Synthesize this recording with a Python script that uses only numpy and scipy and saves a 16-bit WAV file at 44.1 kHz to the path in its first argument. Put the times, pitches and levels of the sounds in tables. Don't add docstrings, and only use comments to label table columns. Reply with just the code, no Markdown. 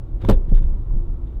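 import sys
import numpy as np
from scipy import signal
from scipy.io import wavfile

SR = 44100
rng = np.random.default_rng(int(sys.argv[2]) if len(sys.argv) > 2 else 0)


def wav_record(signal):
    frames = np.transpose(np.atleast_2d(signal))
    bounded = np.clip(frames, -1, 1)
    quanta = np.round(bounded * 32767).astype(np.int16)
    wavfile.write(sys.argv[1], SR, quanta)


N = 61739
TIME = np.arange(N) / SR

# (frequency [Hz], relative spectral density [dB])
RUMBLE_SPECTRUM = [(20, -2), (34, 2), (45, 0), (65, -8), (85, -16), (110, -18.5), (145, -23), (205, -25.5),
                   (290, -45.5), (600, -51), (3000, -100)]
# (time [s], level [dB])
RUMBLE_SWELL = [(0, -2.5), (0.09, -8.5), (0.14, -1.5), (0.2, -1.5), (0.3, 8.5), (0.39, 2), (0.45, 0.5),
                (0.5, 0), (0.6, 2.5), (0.72, 5.5), (0.85, -5.5), (0.915, -1), (0.955, 4), (1.05, -4.5),
                (1.15, -2), (1.4, -6)]
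# (frequency [Hz], relative spectral density [dB])
TYRE_SPECTRUM = [(150, -9), (280, -0.5), (410, 1.5), (520, -1.5), (650, -6.5), (790, -8), (1100, -11.5),
                 (1300, -15.5), (1520, -26), (2000, -26.5), (2600, -32), (3450, -30), (4100, -39.5),
                 (6000, -43.5), (15000, -45)]
# (frequency [Hz], filter bandwidth [Hz], level [dB])
TYRE_HUMS = [(105.8, 28, -39), (249.1, 14, -52.5), (335.3, 44, -48.5)]
# (time [s], level [dB])
TYRE_SWELL = [(0, -1.5), (0.2, -0.5), (0.36, 0.5), (0.45, 0.5), (0.6, -1), (0.72, 1), (0.8, -0.5), (1.1, 0),
              (1.4, -2.5)]
# (time [s], level [dB])
ROAD_JOLTS = [(0.262, -12), (0.312, -4), (0.353, -20.5), (0.49, -8.5), (0.523, -5), (0.638, -9.5),
              (0.9, -14.5), (0.944, -9), (1.076, -13.5)]
# (time [s], duration [s], level [dB])
RATTLE_RUNS = [(0.199, 0.11, -50.5), (0.29, 0.042, -44.5), (0.476, 0.03, -60), (0.534, 0.051, -53.5),
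               (0.612, 0.03, -60.5), (1.245, 0.11, -69)]
# (frequency [Hz], relative spectral density [dB])
TRIM_SPECTRUM = [(700, 9), (1300, 7.5), (2300, -1.5), (2900, -0.5), (3500, -2.5), (4300, -13.5),
                 (7000, -18.5), (15000, -28)]
# (frequency [Hz], level [dB], T60 [s])
TRIM_RESONANCES = [(3310, -6, .03), (3560, -2, .04), (3730, -4, .035)]
# (time [s], ring level [dB], clack level [dB])
TRIM_TICKS = [(0.496, -70.5, -53), (0.545, -54, -49.5), (0.5567, -50, -49), (0.5816, -57, -49.5),
              (0.6256, -64.5, -63), (1.273, -59.5, -68)]
# (time [s], level [dB], cutoff [Hz])
SUSPENSION_BLOWS = [(0.2334, -16, 260), (0.2441, -14.5, 170), (0.2845, -5.5, 450), (0.3033, -13.5, 254.5),
                    (0.3203, -12.5, 240), (0.477, -13.5, 85.8), (0.511, -15.5, 163), (0.516, -14.5, 250),
                    (0.604, -23.5, 195), (0.932, -10.5, 65.5), (0.945, -17, 80), (0.966, -17, 80.3),
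                    (1.003, -16.5, 68.3), (1.08, -21, 65.9)]
# (frequency [Hz], relative spectral density [dB])
SHUDDER_SPECTRUM = [(60, 4.5), (200, 4.0), (500, -5.5), (1000, -31.5), (3000, -45)]
# (frequency [Hz], level [dB], T60 [s])
BODY_MODES = [(87.3, -4, 0.092), (126.7, 1, 0.056), (202.4, -6.5, .12), (319, -5.5, 0.089),
              (382.3, -19, 0.42), (433.7, -19.5, 0.15), (486.4, -11, 0.076), (530.3, -5.5, 0.12),
              (579, -6, 0.045), (650, -7, 0.03), (745, -7, .035), (839, -16, 0.034), (982, -16.5, 0.037),
              (1142, -22.5, 0.072), (1370, -17.5, 0.02), (1544, -22, 0.034)]
# (time [s], level [dB], cutoff [Hz])
PART_KNOCKS = [(0.2484, -26, 6930), (0.907, -46, 2180)]
# (frequency [Hz], level [dB], T60 [s])
PART_MODES = [(959, 3, 0.023), (1200, -11, 0.015), (2100, -18.5, .014), (3430, -20, 0.035),
              (3520, -20, 0.032), (6050, -30, 0.036)]
# (time [s], body level [dB], crack level [dB])
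HARD_CONTACTS = [(0.217, -51.5, -37.5), (0.2489, -42, -28.5), (0.2873, -16.5, -18.5), (0.2897, -13, -17.5),
                 (0.2942, -10, -18.5), (0.2967, -32, -9.5), (0.2992, -16, -13), (0.308, -25, -20.5),
                 (0.313, -29.5, -25), (0.319, -30.5, -37), (0.3275, -34, -40)]
# (frequency [Hz], relative spectral density [dB])
CRACK_SPECTRUM = [(300, 20.5), (700, 17.5), (1500, 2), (2300, -0.5), (3500, -1), (5300, -11.5), (7500, -15),
                  (9400, -13), (10800, -26), (12300, -10), (15500, -27)]
# (frequency [Hz], relative spectral density [dB])
CABIN_SPECTRUM = [(200, 4), (350, 11.5), (600, 7), (900, -20.5), (1500, -19.5), (3000, -40), (12000, -55)]


def from_db(db):
    return 10 ** (np.asarray(db) / 20)


def unit_rms(x):
    return x / np.sqrt(np.mean(x ** 2) + 1e-20)


def lowpass(x, hz):
    return signal.sosfilt(signal.butter(2, hz, fs=SR, output="sos"), x + 1e-18)


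def impulses(times, db):
    force = np.zeros(N)
    np.add.at(force, (np.asarray(times) * SR).astype(int), from_db(db))
    return force


def resonator(force, hz, t60):
    r, w = from_db(-60 / (t60 * SR)), 2 * np.pi * hz / SR
    return signal.lfilter([0, np.sin(w)], [1, -2 * r * np.cos(w), r * r], force + 1e-18)


def modes(force, table):
    return sum((-1) ** k * from_db(db) * resonator(force, hz, t60)
               for k, (hz, db, t60) in enumerate(table))


def decay(hits, t60):
    energy_kept = from_db(-120 / (t60 * SR))
    return np.sqrt(signal.lfilter([1], [1, -energy_kept], hits ** 2 + 1e-18))


def band_noise(spectrum, grains=1):
    hz, db = np.transpose(spectrum)
    edges = 18 * 2 ** (np.arange(41) / 4)
    white, total = rng.standard_normal((2, N)) * grains, 0
    for k, (low, high) in enumerate(zip(edges, edges[1:])):
        band_db = np.interp(np.log(np.sqrt(low * high)), np.log(hz), db)
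        flicker_db = unit_rms(lowpass(rng.standard_normal(N + SR), hz=20)[SR:])
        if high > hz[0]:
            looped = np.concatenate([white[k % 2, -SR // 2:], white[k % 2]])
            bandpass = signal.butter(2, [low, high], "band", fs=SR, output="sos")
            total += signal.sosfilt(bandpass, looped)[-N:] * from_db(band_db + flicker_db)
    return unit_rms(total)


def road_rumble():
    swell_db = np.interp(TIME, *np.transpose(RUMBLE_SWELL))
    return from_db(-23 + swell_db) * band_noise(RUMBLE_SPECTRUM)


def tyre_roar():
    roar = from_db(-51) * band_noise(TYRE_SPECTRUM)
    for hz, width, db in TYRE_HUMS:
        b, a = signal.iirpeak(hz, hz / width, fs=SR)
        hum = signal.lfilter(b, a, signal.lfilter(b, a, rng.standard_normal(N + SR)))
        roar += from_db(db) * unit_rms(hum[SR:])
    return roar * from_db(np.interp(TIME, *np.transpose(TYRE_SWELL)))


def cabin_boom():
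    jolts = impulses(*np.transpose(ROAD_JOLTS))
    return lowpass(resonator(jolts, hz=27.68, t60=0.52), hz=94)


def trim_rattle(contacts_per_s=8700, attack_s=0.023, release_s=0.013):
    touching = rng.random(N) < contacts_per_s / SR
    grains = touching * from_db(np.minimum(rng.exponential(1, N), 4))
    shake = 0
    for start, duration, db in RATTLE_RUNS:
        rise = np.clip((TIME - start) / attack_s, 0, 1)
        fall = np.exp(-np.maximum(TIME - start - duration, 0) / release_s)
        shake += from_db(db) * rise * fall
    ring = unit_rms(modes(grains * rng.choice([-1, 1], N), TRIM_RESONANCES))
    return shake * (band_noise(TRIM_SPECTRUM, grains) + from_db(-14.5) * ring)


def trim_ticks():
    times, ring_db, clack_db = np.transpose(TRIM_TICKS)
    clack = band_noise(TRIM_SPECTRUM) * decay(impulses(times, clack_db), t60=0.025)
    return clack + modes(impulses(times, ring_db), TRIM_RESONANCES)


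def suspension_thuds():
    noise = from_db(-12) * band_noise(SHUDDER_SPECTRUM)
    thuds = 0
    for time, db, cutoff_hz in SUSPENSION_BLOWS:
        blow = impulses([time], db)
        shudder = noise * lowpass(decay(blow, t60=0.15), hz=200)
        thuds += lowpass(modes(blow, BODY_MODES) + shudder, cutoff_hz)
    return thuds


def loose_part_knocks():
    return sum(lowpass(modes(impulses([time], db), PART_MODES), cutoff_hz)
               for time, db, cutoff_hz in PART_KNOCKS)


def loose_part_clunk(reflection_delay_s=0.011):
    times, body_db, crack_db = np.transpose(HARD_CONTACTS)
    blows = impulses(times, body_db)
    direct = decay(impulses(times, crack_db), t60=0.014)
    reflected = from_db(-18) * decay(impulses(times + reflection_delay_s, crack_db), t60=0.049)
    crack = band_noise(CRACK_SPECTRUM) * lowpass(np.hypot(direct, reflected), hz=930)
    cabin = from_db(-17) * band_noise(CABIN_SPECTRUM) * lowpass(decay(blows, t60=0.27), hz=119.4)
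    return modes(blows, BODY_MODES) + crack + cabin


def scene():
    background = road_rumble() + tyre_roar() + cabin_boom()
    impacts = suspension_thuds() + loose_part_knocks() + loose_part_clunk()
    return (background + impacts + trim_rattle() + trim_ticks())[None]


def record(dry, overload=0.69, cutoff_hz=15900):
    band_limit = signal.ellip(10, 0.1, 80, cutoff_hz, fs=SR, output="sos")
    return signal.sosfilt(band_limit, np.clip(dry, -overload, overload))


dry = scene()
out = record(dry)
wav_record(out)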